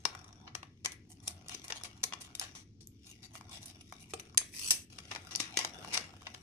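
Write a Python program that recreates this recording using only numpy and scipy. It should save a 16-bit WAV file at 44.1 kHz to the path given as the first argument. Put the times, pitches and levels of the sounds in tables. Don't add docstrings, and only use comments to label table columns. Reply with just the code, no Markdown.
import sys
import numpy as np
from scipy import signal
from scipy.fft import rfft, irfft, next_fast_len
from scipy.io import wavfile
from scipy.ndimage import uniform_filter1d, map_coordinates

SR = 44100
rng = np.random.default_rng(int(sys.argv[2]) if len(sys.argv) > 2 else 0)


def materialize(psi):
    bounded = np.clip(np.atleast_2d(psi).T, -1, 1)
    quanta = np.round(bounded * 32767).astype(np.int16)
    wavfile.write(sys.argv[1], SR, quanta)


N = 283122
T = np.arange(N) / SR

# freq_hz, gain_db
CREASE_SPECTRUM = [(100, -21.5), (300, -6.5), (550, -6.5), (1000, 1), (1600, -1.5), (2500, -4), (4000, 1.5),
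                   (5500, 2), (7500, -4), (10000, -4.5), (14000, -21.5)]
# time_s, crinkle_db, rub_db
CUTTING_LEVELS = [(0.0, -66.5, -77), (0.14, -66, -60), (0.29, -71.5, -67), (0.52, -78, -67.5),
                  (0.69, -78.5, -97), (1.15, -78, -82), (1.33, -73, -68), (1.55, -67, -75),
                  (1.68, -59, -63), (1.89, -67.5, -69), (2.39, -73, -70.5), (2.5, -65, -67),
                  (2.62, -76, -91), (2.8, -97, -95), (3.04, -69.5, -89.5), (3.48, -71.5, -68),
                  (3.94, -65, -81), (4.35, -72, -70)]
# freq_hz, width_hz, gain_db
BLADE_MODES = [(1100, 120, 15), (2350, 12, 5), (2800, 40, -9), (3460, 210, 6), (5600, 520, 10.5),
               (6370, 200, -9.5), (8260, 220, -30.5), (10130, 560, 0.5), (12500, 300, -22)]
# freq_hz, width_hz, gain_db
FREE_STEEL_MODES = [(2700, 130, -14.5), (5350, 140, -4.5), (5730, 230, -9.5), (6090, 110, -1.5),
                    (6460, 200, -18), (7700, 120, -17), (8000, 180, -2), (8630, 73, -9), (9070, 140, -5.5),
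                    (9920, 120, -3), (10400, 75, -12), (11900, 91, -9.5), (12420, 130, -14),
                    (13000, 200, -13)]


def amp(db):
    return 10 ** (np.asarray(db) / 20)


def unit(x):
    return x / np.sqrt(np.mean(np.abs(x) ** 2) + 1e-20)


def along(points, hz):
    freq_hz, values = np.transpose(points)
    return np.interp(np.log(hz + 1), np.log(freq_hz + 1), values)


def curves(rows):
    time_s, *columns = np.transpose(rows)
    return [np.interp(T, time_s, column) for column in columns]


def wobble(rate_hz, size=N):
    knots = rng.standard_normal(int(size * rate_hz / SR) + 4)
    return map_coordinates(knots, [np.arange(size) * rate_hz / SR])


def filtered(x, response):
    n = x.shape[-1]
    padded = 2 * next_fast_len(n // 2 + 2048)
    return irfft(rfft(x, padded) * response(np.fft.rfftfreq(padded, 1 / SR)), padded)[..., :n]


def causal(db):
    cepstrum = irfft(db * np.log(10) / 20)
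    half = len(cepstrum) // 2
    cepstrum[1:half] *= 2
    cepstrum[half + 1:] = 0
    return np.exp(rfft(cepstrum))


def resonances(modes, hz):
    return sum((-1) ** k * amp(db) * 1j * hz * width_hz / (mode_hz ** 2 - hz ** 2 + 1j * hz * width_hz)
               for k, (mode_hz, width_hz, db) in enumerate(modes))


def stereo_noise(size=N):
    # freq_hz, correlation
    likeness = [(60, 0.99), (130, 0.97), (290, 0.93), (640, 0.71), (1400, -0.37), (3000, -0.3),
                (14000, -0.17)]

    def mid_side_gains(hz):
        angle = np.arccos(np.clip(along(likeness, hz), -1, 1)) / 2
        return np.array([np.cos(angle), np.sin(angle)])
    mid, side = filtered(rng.standard_normal((2, size)), mid_side_gains)
    return np.array([mid + side, mid - side])


def grains(rate_hz, spread_db, life_s, bed):
    strength = amp(spread_db * np.minimum(rng.exponential(size=N), 2.5))
    slips = (rng.random(N) < rate_hz / SR) * strength
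    decaying = signal.lfilter([1], [1, -np.exp(-1 / (life_s * SR))], slips)
    return unit(unit(decaying) + bed)


def add(track, sound, start_s, level_db):
    start = round(start_s * SR)
    part = sound[:, max(-start, 0):N - start]
    energy = np.sum(sound ** 2) / 2 / (.01 * SR)
    track[:, max(start, 0):][:, :part.shape[1]] += amp(level_db) * part / np.sqrt(energy)


def rumble(level_db, swell_db):
    # freq_hz, gain_db
    spectrum = [(20, -14), (40, -12), (60, -6), (88, 2.5), (105, 3.5), (135, -4.5), (230, -6), (330, -9),
                (430, -17.5), (600, -42.5), (1500, -46.5), (5500, -34.5), (8000, -51.5), (14000, -68)]
    swell = amp(level_db + swell_db * wobble(rate_hz=3.5))
    return swell * unit(filtered(stereo_noise(), lambda hz: amp(along(spectrum, hz))))


def room(x, build_s):
    # freq_hz, t60_s
    decay = [(200, 0.92), (800, 0.24), (2100, 0.35), (5500, 0.17), (9000, 0.19), (14000, 0.2)]
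    hz, t, bins = signal.stft(stereo_noise(SR // 2), SR, nperseg=256)
    tail = signal.istft(bins * amp(-60 * t / along(decay, hz)[:, None]), SR, nperseg=256)[1]
    tail *= 1 - np.exp(-np.arange(tail.shape[1]) / SR / build_s)
    return signal.fftconvolve(x, tail / np.linalg.norm(tail[0]), axes=1)[:, :N]


def impacts(contacts, modes, crack_db, push):
    # freq_hz, gain_db
    crack_spectrum = [(150, -14), (500, -13), (1000, -9.5), (2400, -7), (5000, -1), (10000, -6),
                      (14000, -18.5)]
    out, t = np.zeros((2, N)), np.arange(SR // 8) / SR
    bite = 1 - np.exp(-t / .0012)
    for start_s, level_db, t60_s in contacts:
        chatter, grit = (stereo_noise(len(t)) * bite * amp(-60 * t / t60_s) for _ in range(2))
        force = chatter / np.linalg.norm(chatter) + push * (t == 0)
        ring = unit(filtered(force, lambda hz: resonances(modes, hz)))
        crack = unit(filtered(grit, lambda hz: causal(along(crack_spectrum, hz))))
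        add(out, ring + amp(crack_db) * crack, start_s, level_db)
    return out


def blade_ticks(t60_s):
    # start_s, level_db
    ticks = [(.19, -58), (.243, -55.5), (.279, -60), (.327, -60), (1.201, -63.5), (1.975, -61.5),
             (2.105, -64.5), (2.1365, -46), (3.205, -72), (3.494, -55.5)]
    return impacts([(*tick, t60_s) for tick in ticks], BLADE_MODES, crack_db=-24.5, push=.26)


def packet_bumps(t60_s):
    # start_s, level_db
    bumps = [(.0535, -30.5), (.15, -44), (.551, -41.5), (.6315, -56.5), (1.812, -51.5), (3.353, -46.5),
             (3.41, -49), (3.924, -44), (4.346, -52.5), (4.414, -48.5), (5.847, -44.5), (6.2195, -54)]
    # freq_hz, width_hz, gain_db
    contents_modes = [(706, 167, -8), (1133, 167, 3.5), (1262, 700, -8), (2340, 72, -9.5)]
    return impacts([(*bump, t60_s) for bump in bumps], contents_modes, crack_db=-8, push=.77)


def handles_shut():
    # start_s, level_db, t60_s
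    contacts = [(4.136, -36, 0.029)]
    # freq_hz, width_hz, gain_db
    handle_modes = [(428, 66, -11), (748, 56, -10.5), (1226, 130, -15.5), (2076, 79, -27), (2520, 270, -21),
                    (3160, 1500, -27.5), (8190, 180, -17)]
    return impacts(contacts, handle_modes, crack_db=-8.5, push=.57)


def scissors_on_floor(crack_db, push):
    # start_s, level_db, t60_s
    touches = [(4.3745, -24.5, 0.0014), (4.3768, -21, 0.0095), (4.594, -44, .006)]
    falls = [(4.7062, -21, 0.022), (4.7112, -24.5, 0.043), (4.7175, -40, 0.071), (4.724, -33.5, 0.28)]
    # freq_hz, width_hz, gain_db
    held_modes = [(2470, 270, -21), (3900, 320, -6), (4120, 200, -7), (5090, 250, -25.5), (6400, 260, -2.5),
                  (7000, 180, -19), (7450, 130, 1.5), (8600, 220, 4.5), (10140, 170, 4), (12770, 300, -19),
                  (13050, 280, -24)]
    return impacts(touches, held_modes, crack_db, push) + impacts(falls, FREE_STEEL_MODES, crack_db, push)


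def floor_scrape(ring_db, rasp_db):
    # time_s, level_db
    drag = [(4.44, -60), (4.522, -61), (4.542, -44.5), (4.7, -39.5), (4.725, -70)]
    # freq_hz, gain_db
    spectrum = [(500, -15), (1500, -16.5), (2400, -8), (3800, -5.5), (5600, -1.5), (7200, -14),
                (10000, -6.5), (14000, -23)]
    grit = grains(rate_hz=600, spread_db=6, life_s=.0005, bed=.9)
    ring = unit(filtered(rng.standard_normal((2, N)) * grit, lambda hz: resonances(FREE_STEEL_MODES, hz)))
    rasp = unit(filtered(rng.standard_normal((2, N)) * grit, lambda hz: amp(along(spectrum, hz))))
    moving = (T > drag[0][0]) & (T < drag[-1][0])
    return moving * amp(curves(drag)[0]) * (amp(ring_db) * ring + amp(rasp_db) * rasp)


def blade_friction(gain_db):
    _, rub_db = curves(CUTTING_LEVELS)
    ring = unit(filtered(stereo_noise(), lambda hz: resonances(BLADE_MODES, hz) / (1 + (hz / 4000) ** 4)))
    return (T < CUTTING_LEVELS[-1][0]) * amp(rub_db + gain_db) * ring


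def through_packet(force, spectra, ring):
    # freq_hz, width_hz, gain_db
    modes = [(751, 180, 7), (1110, 150, 6), (1304, 160, -23), (1976, 49, 7), (2243, 210, 2.5),
             (2780, 63, 6), (3640, 540, -14), (5570, 660, 2)]

    def response(hz):
        colour = causal(sum(along(spectrum, hz) for spectrum in spectra))
        return colour * (1 + ring * sum(resonances([mode], hz) for mode in modes))
    return filtered(force, response)


def flexing(x, depth_db):
    bins = signal.stft(x, nperseg=512)[2]
    patches = uniform_filter1d(rng.standard_normal(bins.shape[1:]), size=4, axis=0)
    patches = uniform_filter1d(patches, size=12, axis=1)
    return signal.istft(bins * amp(depth_db * unit(patches)), nperseg=512)[1][:, :N]


def rustle(ring, rub_gain_db, crinkle_gain_db, hiss_gain_db, jostle_gain_db):
    # time_s, crinkle_db, rub_db
    unpacking_levels = [(4.9, -59.5, -67), (5.022, -62.5, -69.5), (5.258, -59, -60), (5.5, -58.5, -68.5),
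                        (5.632, -60, -63), (5.902, -56, -54), (6.118, -68, -67), (6.42, -62.5, -63)]
    # freq_hz, gain_db
    rub = [(300, -27), (520, -3), (730, 3), (930, 3), (1130, -3.5), (1380, 8), (1700, -1), (2800, -53.5)]
    crinkle = [(1100, -26), (1650, -8.5), (2300, 0), (3300, 2.5), (4300, -1.5), (5700, 1.5), (7000, -10),
               (9500, -17.5)]
    hiss = [(4500, -30.5), (7000, 1), (9500, 4), (11500, -5), (14000, -23)]
    jostle = [(60, -26), (150, 6.5), (280, -1), (450, -5.5), (800, -22), (1600, -26)]
    firm_crinkle_db, hiss_slope = -65, 1.1
    crinkle_db, rub_db = curves(list(CUTTING_LEVELS) + list(unpacking_levels))
    hiss_db = firm_crinkle_db + hiss_slope * (crinkle_db - firm_crinkle_db)
    cutting, unpacking = T < CUTTING_LEVELS[-1][0], T > unpacking_levels[0][0]
    slips = grains(rate_hz=220, spread_db=7, life_s=.0009, bed=.75)

    def layer(spectrum, db):
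        return amp(db) * unit(through_packet(stereo_noise() * slips, [spectrum], ring))
    film = layer(rub, rub_db + rub_gain_db)
    film += layer(crinkle, crinkle_db + crinkle_gain_db)
    film += layer(hiss, hiss_db + hiss_gain_db)
    return (cutting | unpacking) * film + unpacking * layer(jostle, rub_db + jostle_gain_db)


def crumple(ring, rise_db_per_s, fall_db_per_s):
    # peak_s, level_db
    squeezes = [(1.525, -52), (2.43, -45.5), (3.54, -53.5), (5.125, -54), (5.425, -42.5), (5.61, -41.5),
                (5.953, -37.5), (6.04, -56.5)]
    small_facets = [(300, -6), (900, 1), (2400, 8.5), (5300, -.5), (9500, -1)]  # freq_hz, gain_db
    crackle = stereo_noise() * grains(rate_hz=500, spread_db=3.5, life_s=.0012, bed=1)
    force = sum(amp(level_db - np.maximum(rise_db_per_s * (peak_s - T), fall_db_per_s * (T - peak_s)))
                for peak_s, level_db in squeezes)
    return force * unit(through_packet(crackle, [CREASE_SPECTRUM, small_facets], ring))


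def shear(edge_s, ring):
    # start_s, end_s, level_db
    strokes = [(1.097, 1.133, -65), (1.229, 1.253, -60), (1.262, 1.321, -56), (1.506, 1.544, -48.5),
               (1.75, 1.787, -52), (2.239, 2.269, -55.5), (2.4, 2.456, -53.5), (3.058, 3.126, -61),
               (3.228, 3.263, -56), (3.336, 3.385, -57), (3.513, 3.586, -51), (3.613, 3.643, -59),
               (3.662, 3.714, -57), (3.81, 3.816, -55), (3.999, 4.04, -60.5), (4.095, 4.124, -61)]
    # freq_hz, gain_db
    spectrum = [(300, -30), (700, 3.5), (1500, -2), (2500, 1), (4000, 6.5), (5600, 0.5), (7500, -1),
                (10000, -1), (14000, -16.5)]
    even_stroke_db, treble_slope, treble_hz = -50.5, .92, 7000
    tears = stereo_noise() * grains(rate_hz=700, spread_db=5, life_s=.0004, bed=.6)
    rasp = unit(through_packet(tears, [spectrum], ring))
    treble = filtered(rasp, lambda hz: 1 / (1 + (treble_hz / (hz + 1)) ** 8))
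    out = np.zeros((2, N))
    for start_s, end_s, level_db in strokes:
        bright_db = treble_slope * (even_stroke_db - level_db)
        force = np.clip(np.minimum(T - start_s, end_s - T) / edge_s / 2 + .5, 0, 1)
        out += amp(level_db) * force * (rasp + (amp(bright_db) - 1) * treble)
    return out


def snaps(ragged_db, crack_gain, crack_t60_s, ripple_db, ring):
    # time_s, level_db, body_db, bright_db, rise_t60_s, decay_t60_s
    creases = [(0.0537, -28, -4, -3.5, .003, 0.017), (0.4792, -47.5, 9.5, -33, 0.043, 0.068),
               (0.5527, -37, -0.5, -1, 0.013, 0.011), (0.6308, -46.5, 15.5, -3, 0.0038, 0.021),
               (0.8497, -37, -3, 3, 0.013, 0.042), (.86, -30.5, -2.5, 2.5, 0.0065, 0.013),
               (0.9203, -47.5, -1.5, 10, 0.0057, .046), (1.2804, -32.5, -10.5, 9, 0.02, 0.0093),
               (1.485, -45.5, -10, 10, .008, .007), (1.496, -44, -1, 5, 0.0097, 0.0073),
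               (1.5491, -41, -10, -1, 0.02, .013), (1.643, -46.5, 5, 12, 0.0074, 0.072),
               (1.6825, -48, -1, 14, 0.0072, 0.017), (1.7058, -38.5, 7, 1, 0.025, .023),
               (1.7239, -36.5, 2.5, -9, 0.0061, 0.019), (1.8368, -42.5, -8, 4, 0.0028, .01),
               (1.8486, -41.5, 3.5, 4, 0.022, 0.078), (2.0402, -27.5, -8, 4.5, 0.03, 0.022),
               (2.1251, -42.5, 3, -19, 0.0045, 0.0077), (2.1378, -37.5, 1, -13, 0.016, 0.0035),
               (2.22, -44, -5, 9, 0.059, 0.044), (2.3523, -41, -10.5, 4.5, 0.0022, 0.011),
               (2.398, -33.5, -19, 7.5, .008, .009), (2.4144, -39.5, 5, 4, .005, 0.052),
               (2.552, -45, 0.5, 4, 0.011, 0.3), (2.8073, -56, -16.5, -3, .006, 0.14),
               (2.873, -50.5, -27.5, 19, 0.0032, 0.0034), (3.659, -45.5, -2, 22, .014, 0.046),
               (4.1983, -45, -1.5, 5.5, .005, 0.027), (4.9885, -44.5, 5, 0, .023, 0.024),
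               (5.1152, -37, 14.5, -3, 0.018, .045), (5.1516, -43, 3, -1, 0.011, .011),
               (5.1615, -39.5, 14, -4, 0.016, 0.032), (5.3106, -42, -3, -3, .011, 0.29),
               (5.352, -36, -7.5, -20, .002, 0.011), (5.36, -33.5, -22, -1.5, 0.008, 0.0055),
               (5.403, -30, -10.5, -5, 0.019, 0.046), (5.5734, -26.5, -1, -3.5, 0.0093, 0.025),
               (5.5905, -29.5, -3, 0, .006, 0.038), (5.6484, -32, 0.5, -0.5, .002, 0.017),
               (5.9444, -29, -5.5, 0, 0.052, 0.057), (5.9765, -30, 1, -0.5, 0.028, 0.015),
               (6.2693, -40, 9.5, -11.5, 0.0051, 0.037), (6.3487, -45, 0, -6.5, 0.027, 0.0084)]
    out, lead = np.zeros((2, N)), SR // 40
    t = np.arange(-lead, SR // 12) / SR
    creep = amp(-27 + 60 * t / .02) * (t < 0)
    crack = crack_gain * amp(-60 * np.abs(t) / crack_t60_s)
    for time_s, level_db, body_db, bright_db, rise_t60_s, decay_t60_s in creases:
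        flutter = amp(-60 * np.where(t < 0, -t / rise_t60_s, t / decay_t60_s)) * (t > -rise_t60_s / 3.6)
        flutter *= amp(ragged_db * np.clip(wobble(rate_hz=1366.6, size=len(t)), -2, 2))
        facet = [(250, .96), (900, body_db), (2400, 2 + .69 * body_db), (5300, 0), (9500, bright_db)]
        pitches = np.column_stack([np.geomspace(400, 15000, 60), rng.uniform(-ripple_db, ripple_db, 60)])
        force = stereo_noise(len(t)) * (creep + crack + flutter)
        snap = through_packet(force, [CREASE_SPECTRUM, facet, pitches], ring)
        add(out, snap, time_s - lead / SR - .0004, level_db)
    return out


def scene():
    film = snaps(ragged_db=3, crack_gain=.9, crack_t60_s=.0013, ripple_db=4, ring=.5)
    knocks = blade_ticks(t60_s=.014) + packet_bumps(t60_s=.008) + handles_shut()
    knocks += scissors_on_floor(crack_db=-5, push=.25)
    friction = rustle(ring=.64, rub_gain_db=1, crinkle_gain_db=-.5, hiss_gain_db=-10.5, jostle_gain_db=-3)
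    friction += blade_friction(gain_db=-5.5) + floor_scrape(ring_db=-6, rasp_db=-5)
    friction += crumple(ring=.35, rise_db_per_s=380.5, fall_db_per_s=298)
    friction += shear(edge_s=.0091, ring=.97)
    friction = flexing(friction, depth_db=4)
    echo = room(amp(-10) * (film + friction) + amp(-10.5) * knocks, build_s=.0011)
    return film + knocks + friction + echo + rumble(level_db=-59, swell_db=.5)


def record(dry):
    # freq_hz, gain_db
    left_port = [(100, 1), (500, 1.5), (1200, -3), (2400, 4.5), (4000, 3), (5300, 5), (6300, 6.5),
                 (7500, 2), (9500, -14), (11000, -10), (12500, -5.5), (14000, -15.5)]
    right_port = [(100, 0), (500, 0.8), (1200, -3.5), (2400, 0.9), (4000, -3), (5300, -9.5), (6300, -0.5),
                  (7500, -0.5), (9500, 4), (11000, 2.5), (12500, 2), (14000, 2.5)]
    cutoff_hz = 14300
    ports = filtered(dry, lambda hz: np.array([causal(along(p, hz)) for p in (left_port, right_port)]))
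    return filtered(ports, lambda hz: 1 / np.sqrt(1 + (hz / cutoff_hz) ** 90))


dry = scene()
out = record(dry)
materialize(out)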